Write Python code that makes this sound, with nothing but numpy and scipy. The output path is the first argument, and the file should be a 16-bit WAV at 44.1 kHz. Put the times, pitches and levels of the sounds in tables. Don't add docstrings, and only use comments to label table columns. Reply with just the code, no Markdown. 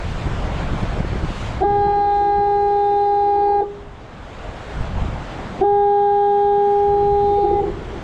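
import sys
import numpy as np
from scipy import signal
from scipy.fft import rfft, irfft, next_fast_len
from scipy.io import wavfile
from scipy.ndimage import uniform_filter1d

SR = 44100
rng = np.random.default_rng(int(sys.argv[2]) if len(sys.argv) > 2 else 0)


def unload_wav(signal):
    wavfile.write(
        sys.argv[1],
        SR,
        np.round(np.clip(np.atleast_2d(signal).T, -1, 1) * 32767).astype(np.int16),
    )


N = 354123
TIME = np.arange(N) / SR
HORN_HZ = 406.8

# f/Hz, gain/dB
WIND_SPECTRUM = [(5, -24.5), (16, -2), (45, 2), (70, -1), (110, -3.5), (180, -8.5), (260, -18.5),
                 (420, -27.5), (800, -39), (2000, -81), (6000, -125)]
# peak t/s, length/s, level/dB
WIND_GUSTS = [(.15, 0.97, -29), (.85, 2.3, -22.5), (1.55, 0.23, -38), (1.78, 0.48, -16), (2.3, 1.6, -23.5),
              (3.3, 2.1, -28), (4.28, 0.37, -36), (4.5, 0.18, -31.5), (4.81, 0.2, -24), (5.03, 0.46, -23),
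              (5.77, 0.37, -24), (6.5, 0.26, -28.5), (7.12, 0.79, -17), (7.6, 0.7, -16), (7.97, 0.42, -24)]
# f/Hz, gain/dB
BUFFET_SPECTRUM = [(30, -5), (90, -4), (150, 2.5), (230, -4), (350, -6.5), (600, -27), (1500, -56.5),
                   (5000, -120)]
# peak t/s, length/s, rumble/dB, push/dB
WIND_BUFFETS = [(0.266, 0.046, -19.5, -21), (0.734, 0.05, -19.5, -22), (0.833, 0.026, -23.5, -10),
                (1.006, 0.017, -20, -16), (1.049, 0.013, -17.5, -16), (1.131, .018, -20.5, -15),
                (1.158, .014, -19, -20), (1.239, .06, -23, -20), (1.306, 0.022, -22, -16),
                (1.708, .096, -17.5, -19), (1.863, .059, -17, -18), (1.994, .04, -17, -14),
                (2.389, 0.04, -15.5, -27), (4.81, 0.05, -38, -8.5), (4.982, .035, -33, -13),
                (5.025, 0.052, -31, -16), (5.085, 0.022, -28, -22), (5.598, 0.029, -25, -28),
                (7.049, .087, -21, -18), (7.237, 0.037, -17.5, -11), (7.573, .03, -13.5, -20)]
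# f/Hz, gain/dB
SURF_SPECTRUM = [(60, -8), (200, -1), (420, -3.5), (700, -3.5), (1000, -7), (1400, -10), (2000, -14.5),
                 (2600, -18), (3500, -20.5), (4200, -25.5), (5600, -31.5), (7500, -33.5), (9000, -44),
                 (11000, -52), (14000, -70)]
# peak t/s, length/s, swell/dB, rumble change/dB
SURF_SWELLS = [(0.704, 2.36, 4.5, -5.5), (1.42, 0.42, 2, -14), (1.898, 1.04, 3.5, -1),
               (3.75, 0.3, 2.5, 1.5), (4.34, 0.47, 1.2, 1.5), (4.857, 1.85, 0.8, -7.5),
               (5.38, 0.68, 0.5, 4), (6.099, 1.8, 0.5, 12), (6.9, 1.4, 5.5, 4), (7.768, 1.53, 9, 4)]
# peak t/s, length/s, extra treble/dB
FOAM_SPLASHES = [(.1, 0.74, 3), (0.817, 0.21, 1.5), (1.397, 0.42, 5), (2.203, .25, 5), (2.85, 1.9, 3.5),
                 (4.684, 0.67, 1), (5.3, 0.74, 0), (6.3, 0.6, 2.5), (6.756, .36, 3), (7.249, 0.46, 1.5)]
# peak t/s, length/s, centre f/Hz, boost/dB
GAP_ROARS = [(3.947, .4, 700, 3.5), (4.5, 1, 600, 2), (4.92, .3, 680, 3), (5.19, .14, 860, 6),
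             (5.4, 0.25, 850, 3), (5.95, .6, 600, 2)]
# f/Hz, gain/dB
HISS_SPECTRUM = [(7000, -38.5), (10000, 3), (12700, -0.5), (15000, -1.5), (16000, -16.5)]
# t/s, level/dB
HISS_ENVELOPE = [(6.0, -94), (6.3, -74.5), (6.75, -66.5), (7.4, -69), (7.6, -87.5), (7.9, -95.5)]
# f/Hz, gain/dB
LOW_FLUTTER_SPECTRUM = [(250, -59), (310, -19), (335, 3.5), (365, 1), (405, 0.5), (450, -5.5), (505, -8.5),
                        (560, -26.5), (680, -68), (3000, -120)]
# f/Hz, gain/dB
OCTAVE_FLUTTER_SPECTRUM = [(620, -48.5), (720, -9.5), (790, 3.5), (835, 4), (880, -10), (930, -31),
                           (1000, -61.5), (3000, -120)]
# peak t/s, length/s, level at fundamental/dB, level at octave/dB
FLUTTER_SPELLS = [(1.784, 0.75, -22, -29), (2.274, 0.21, -24, -46), (3.478, 0.56, -20, -36.5),
                  (3.627, 0.047, -12.5, -15), (6.982, 0.17, -19, -44), (7.31, 0.087, -18.5, -37),
                  (7.544, 0.26, -14, -20.5), (7.643, 0.17, -11, -18.5), (7.843, 0.52, -25.5, -47.5)]
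# t/s, level/dB
FLARE_ONSETS = [(1.627, -24), (3.628, -29), (5.628, -30.5)]
# t/s, length/s, harmonic, offset/Hz, strength (<0 dip)
TONE_STUTTERS = [(1.633, 0.012, 2, -66.5, -1.5), (1.643, 0.023, 1, -30, -1.5), (1.662, 0.053, 1, 6, .5),
                 (1.745, 0.046, 4, 18, -1), (1.876, 0.03, 2, 40, -0.4), (1.925, 0.035, 2, 27, -0.33),
                 (2.49, 0.035, 2, 42, -0.3), (3.228, .03, 2, 48, 0.16), (3.337, 0.033, 1, -26, -0.34),
                 (3.371, .028, 2, 50, -0.3), (3.425, 0.042, 1, 47, 0.2), (3.486, 0.036, 2, 52, -.38),
                 (3.523, 0.046, 2, 58, 0.26), (3.611, 0.012, 2, -62, -0.6), (3.627, 0.051, 1, 35, 0.8),
                 (5.627, 0.061, 1, -14, 0.33), (5.634, 0.013, 2, -48, -1), (5.642, 0.033, 1, -34, -0.9),
                 (1.88, .03, 4, -40, 0.3), (1.94, .035, 4, -40, 0.4), (2.11, .04, 10, -25, -1),
                 (2.865, .035, 10, -25, -.9), (2.92, .035, 10, -25, -2), (3.632, .05, 4, -10, 3),
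                 (6.09, 0.051, 4, -18, -1.8), (6.25, .035, 4, -18, 0.3), (7.387, 0.037, 1, 65, 0.6),
                 (7.451, 0.064, 1, -47, 1.36), (7.456, 0.037, 2, -55, -0.7), (7.488, .04, 2, -45, 0.16),
                 (7.513, 0.02, 1, 55, 0.7), (7.536, 0.066, 1, -48, 1.54), (7.615, 0.026, 1, -22, 0.7),
                 (7.574, 0.04, 2, -47, .25), (7.625, 0.044, 1, -51, 0), (7.639, 0.061, 2, -30, 2.5),
                 (7.645, 0.041, 1, -48, 1.2)]
# start/s, end/s, low overtone slope/(dB/s), high overtone slope/(dB/s), steady flutter/dB
HORN_BLASTS = [(1.603, 3.619, -2.5, -3, -25), (5.604, 7.612, -0.5, -0.5, -44)]
# t/s, fundamental/dB, octave/dB, double octave/dB
FIRST_PARTIALS = [(1.8, -9, -5.5, -28), (2.08, -16, -5, -30), (2.3, -12.5, -5, -28), (2.62, -8.5, -7, -32),
                  (3.25, -10.5, -5, -36.5), (3.55, -9, -5, -32)]
# t/s, fundamental/dB, octave/dB, double octave/dB
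SECOND_PARTIALS = [(5.7, -3, -4, -32), (6.12, -7, -4.5, -31.5), (6.6, -5, -6, -32.5),
                   (7.15, -5.5, -7.5, -41.5), (7.56, -8, -6, -54)]
# harmonic, level in blast 1/dB, level in blast 2/dB
BUZZ_OVERTONES = [(3, -33.5, -36.5), (5, -41, -49), (6, -47.5, -62.5), (7, -58, -65), (8, -52.5, -48.5),
                  (9, -48.5, -45), (10, -43.5, -50.5), (11, -55.5, -59.5), (12, -58, -66.5), (13, -60, -64),
                  (14, -63.5, -67)]
# peak t/s, length/s, harmonic, change/dB
AIR_FADES = [(1.85, .8, 3, 1.5), (2.95, 0.96, 3, -2), (3.42, .4, 3, 0.5), (5.75, 0.46, 3, 1.5),
             (2.35, .4, 5, 2), (2.92, .7, 5, -2.5), (3.55, .5, 5, 3), (5.78, .5, 5, 5), (6.7, 1.3, 5, -2),
             (7.58, .24, 5, 15.5), (1.68, .5, 6, -4.5), (2.872, .3, 6, 0), (3.475, .55, 6, 5),
             (1.78, 0.67, 8, 5.5), (2.25, .3, 8, 4), (2.56, .3, 8, -15), (3.13, 0.32, 8, -7),
             (6.402, 1.5, 8, 3.5), (1.9, .3, 9, -13), (2.17, .35, 9, 5), (2.403, 0.12, 9, -11),
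             (2.622, 0.2, 9, -12), (2.921, 0.49, 9, 7.5), (3.2, 0.38, 9, 4), (3.55, .18, 9, -9),
             (3.625, .06, 9, 11), (6.453, .7, 9, 0.5), (6.888, 0.81, 9, -12), (7.4, .5, 9, 4),
             (1.618, 0.59, 10, -6), (2.12, .7, 10, 2), (3.1, 0.52, 10, 3.5), (3.45, .25, 10, -1.5),
             (5.72, .5, 10, -4), (6.4, 0.38, 10, 1), (6.79, .32, 10, -10), (7.22, 0.97, 10, 5.5),
             (2.02, 0.28, 11, 4), (2.3, 0.27, 11, 2.5), (2.95, .4, 11, -7), (3.46, 0.59, 11, 9.5),
             (6.82, .3, 11, -7), (7.4, .5, 11, 11), (2.2, .8, 12, -5), (3.202, 1.1, 12, 6)]


def gain(db):
    return 10 ** (np.asarray(db) / 20)


def unit_rms(x):
    return x / np.sqrt(np.mean(x ** 2) + 1e-20)


def curves(rows):
    times_s, *columns = np.transpose(rows)
    return [np.interp(TIME, times_s, column) for column in columns]


def spectrum_gain(spectrum, hz):
    points_hz, db = np.transpose(spectrum)
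    return gain(np.interp(np.log(hz + 1), np.log(points_hz + 1), db))


def noise(spectrum):
    size = next_fast_len(N)
    shaped = rfft(rng.standard_normal(size)) * spectrum_gain(spectrum, np.fft.rfftfreq(size, 1 / SR))
    return unit_rms(irfft(shaped, size)[:N])


def drift(top_hz):
    t, rates_hz = TIME[::100], np.geomspace(top_hz / 8, top_hz, 24)[:, None]
    sines = np.sin(2 * np.pi * (rates_hz * t + rng.random(rates_hz.shape))) / np.sqrt(rates_hz)
    return np.interp(TIME, t, unit_rms(sines.sum(0)))


def hump(peak_s, length_s):
    out = np.zeros(N)
    on = slice(*np.searchsorted(TIME, [peak_s - length_s / 2, peak_s + length_s / 2]))
    out[on] = np.cos(np.pi * (TIME[on] - peak_s) / length_s) ** 2
    return out


def surges(rows, floor_db):
    return np.sqrt(gain(floor_db) ** 2 + sum(gain(db) ** 2 * hump(t, span) for t, span, db in rows))


def lag(x, t60_s):
    pole = np.exp(-np.log(1000) / (t60_s * SR))
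    return signal.lfilter([1 - pole], [1, -pole], x + 1e-18)


def wind(breeze_db=-34, lumpy_db=0.5):
    return surges(WIND_GUSTS, breeze_db) * unit_rms(noise(WIND_SPECTRUM) * gain(lumpy_db * drift(24)))


def buffets(push_share=0.22):
    bursts = sum(gain(db) * hump(t, span) for t, span, db, _ in WIND_BUFFETS)
    pushes = sum(gain(db) * hump(t, span * push_share) for t, span, _, db in WIND_BUFFETS)
    return bursts * noise(BUFFET_SPECTRUM) + pushes


def surf(calm_db=-33, patchy_db=1.19, flicker_db=0.41, foam_hz=(1800, 7000), bass_hz=330, gap_oct=0.45):
    size, hop = 1024, 256
    frames, hz = N // hop + 5, np.fft.rfftfreq(size, 1 / SR)
    at = np.minimum(np.arange(frames) * hop, N - 1)[:, None]
    bass = 1 / (1 + (hz / bass_hz) ** 4)
    treble = np.clip(np.log((hz + 1) / foam_hz[0]) / np.log(foam_hz[1] / foam_hz[0]), 0, 1.2)
    swells_db = sum(hump(t, span)[at] * (db + rumble * bass) for t, span, db, rumble in SURF_SWELLS)
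    foam_db = treble * (0.06 + sum(db * hump(t, span)[at] for t, span, db in FOAM_SPLASHES))
    gaps_db = sum(db * hump(t, span)[at] * np.exp(-(np.log2((hz + 1) / centre_hz) / gap_oct) ** 2)
                  for t, span, centre_hz, db in GAP_ROARS)
    real, imag, patches = rng.standard_normal((3, frames, len(hz)))
    patches = unit_rms(uniform_filter1d(uniform_filter1d(patches, 12, axis=0), 12, axis=1))
    random_db = patchy_db * patches + flicker_db * drift(25)[at]
    still = (real + 1j * imag) * spectrum_gain(SURF_SPECTRUM, hz)
    moving = still * gain(swells_db + foam_db + gaps_db + random_db)
    calm, wash = (signal.istft(z.T, nperseg=size, noverlap=size - hop)[1][:N] for z in (still, moving))
    return gain(calm_db) * wash / calm.std()


def hiss():
    return gain(curves(HISS_ENVELOPE)[0]) * noise(HISS_SPECTRUM)


def by_blast(first, second):
    return np.where(TIME < (HORN_BLASTS[0][1] + HORN_BLASTS[1][0]) / 2, first, second)


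def pressure(rise_s=0.033, fall_s=0.027):
    return sum(np.sin(np.pi / 2 * np.clip((TIME - start_s) / rise_s, 0, 1)) ** 2
               * np.clip((end_s - TIME) / fall_s + 0.5, 0, 1) for start_s, end_s, *_ in HORN_BLASTS)


def flutter(first_octave_db=-33, onset_s=0.021):
    low_steady = pressure() * gain(by_blast(*(blast[-1] for blast in HORN_BLASTS)))
    octave_steady = pressure() * by_blast(gain(first_octave_db), 0)
    low_spells = surges([(t, span, db) for t, span, db, _ in FLUTTER_SPELLS], floor_db=-68)
    octave_spells = surges([(t, span, db) for t, span, _, db in FLUTTER_SPELLS], floor_db=-71)
    low = np.hypot(low_steady, low_spells) * noise(LOW_FLUTTER_SPECTRUM)
    octave = np.hypot(octave_steady, octave_spells) * noise(OCTAVE_FLUTTER_SPECTRUM)
    return np.clip((TIME - HORN_BLASTS[0][0]) / onset_s, 0, 1) * (low + octave)


def flare(ring_hz=1190, rise_s=0.017, t60_s=0.26):
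    out = np.zeros(N)
    for onset_s, db in FLARE_ONSETS:
        age_s = np.maximum(TIME - onset_s, 0)
        envelope = np.minimum(age_s / rise_s, 1) * gain(db - 60 * age_s / t60_s)
        out += envelope * np.sin(2 * np.pi * ring_hz * age_s)
    return np.sqrt(2) * out


def stutter(k):
    out = np.ones(N, complex)
    for peak_s, length_s, harmonic, offset_hz, strength in TONE_STUTTERS:
        if harmonic == k:
            on = abs(TIME - peak_s) < length_s / 2
            t = TIME[on] - peak_s
            out[on] += strength * np.cos(np.pi * t / length_s) ** 2 * np.exp(2j * np.pi * offset_hz * t)
    return out


def air_fading_db(k):
    shimmer_db = np.sqrt(k / 8) * (0.4 * drift(3) + drift(30))
    return shimmer_db + sum(db * hump(t, span) for t, span, harmonic, db in AIR_FADES if harmonic == k)


def horn(start_flat=0.078, stop_sag=0.02, settle_s=0.024, stop_s=0.01, overshoot_db=10, rasp=0.35):
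    start_s, end_s, low_slope, high_slope, _ = (by_blast(*column) for column in zip(*HORN_BLASTS))
    age_s = TIME - start_s
    starting = np.exp(-(age_s / settle_s) ** 4)
    stopping = np.exp(-((end_s - TIME) / stop_s) ** 2)
    slip_turns = -HORN_HZ * np.cumsum(start_flat * starting + stop_sag * stopping) / SR
    drive = pressure() * (1 + rasp * (starting + stopping) * drift(300))

    def partial(k, db, ring_share, t60_s, skip_turns=0):
        direct = drive * np.exp(2j * np.pi * k * slip_turns)
        tone = ((1 - ring_share) * direct + ring_share * lag(direct, t60_s)) * stutter(round(k))
        turns = k * HORN_HZ * TIME + 0.005 * np.sqrt(k) * drift(7.3)
        turns += skip_turns * np.tanh(16 * drift(4))
        turns += k * k / (2 * np.pi)
        return np.sqrt(2) * gain(db) * (tone * np.exp(2j * np.pi * turns)).real

    fundamental_db, octave_db, double_db = curves(list(FIRST_PARTIALS) + list(SECOND_PARTIALS))
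    fundamental_db += overshoot_db * np.exp(-np.abs(age_s) / 0.06)
    out = partial(1, fundamental_db, ring_share=0.66, t60_s=0.65)
    out += partial(2.0004, octave_db, ring_share=0.19, t60_s=0.36)
    double_db += 0.48 * drift(30) - 5 * starting
    out += partial(4, double_db, ring_share=0.088, t60_s=0.3, skip_turns=0.05)
    from_middle_s = np.clip(TIME, start_s, end_s) - (start_s + end_s) / 2
    for (k, *levels_db), height in zip(BUZZ_OVERTONES, np.linspace(0, 1, len(BUZZ_OVERTONES))):
        thinning_db = (low_slope + height * (high_slope - low_slope)) * from_middle_s
        buzz_db = by_blast(*levels_db) + thinning_db + air_fading_db(k)
        buzz_db -= 7 * starting
        out += partial(k, buzz_db, ring_share=0.37, t60_s=0.52, skip_turns=0.1)
    return out


def scene():
    return (horn() + flare() + flutter() + surf() + hiss() + wind() + buffets())[None]


def record(dry, threshold_db=-26, squeeze=0.54, recovery_db_per_s=11, attack_s=0.051, lowpass_hz=15700):
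    sensed = signal.sosfilt(signal.butter(2, 300, "high", fs=SR, output="sos"), dry[0])
    power_db = 10 * np.log10(abs(uniform_filter1d(sensed ** 2, size=325)) + 1e-12)
    target_cut_db = np.maximum(power_db - threshold_db, 0) * squeeze
    recovery_db = TIME * recovery_db_per_s
    held_cut_db = np.maximum.accumulate(target_cut_db + recovery_db) - recovery_db
    cut_db = lag(held_cut_db, attack_s)
    lowpass = signal.firwin(511, lowpass_hz, window=("kaiser", 9), fs=SR)
    return signal.oaconvolve(dry / gain(cut_db), lowpass[None], "same")


dry = scene()
out = record(dry)
unload_wav(out)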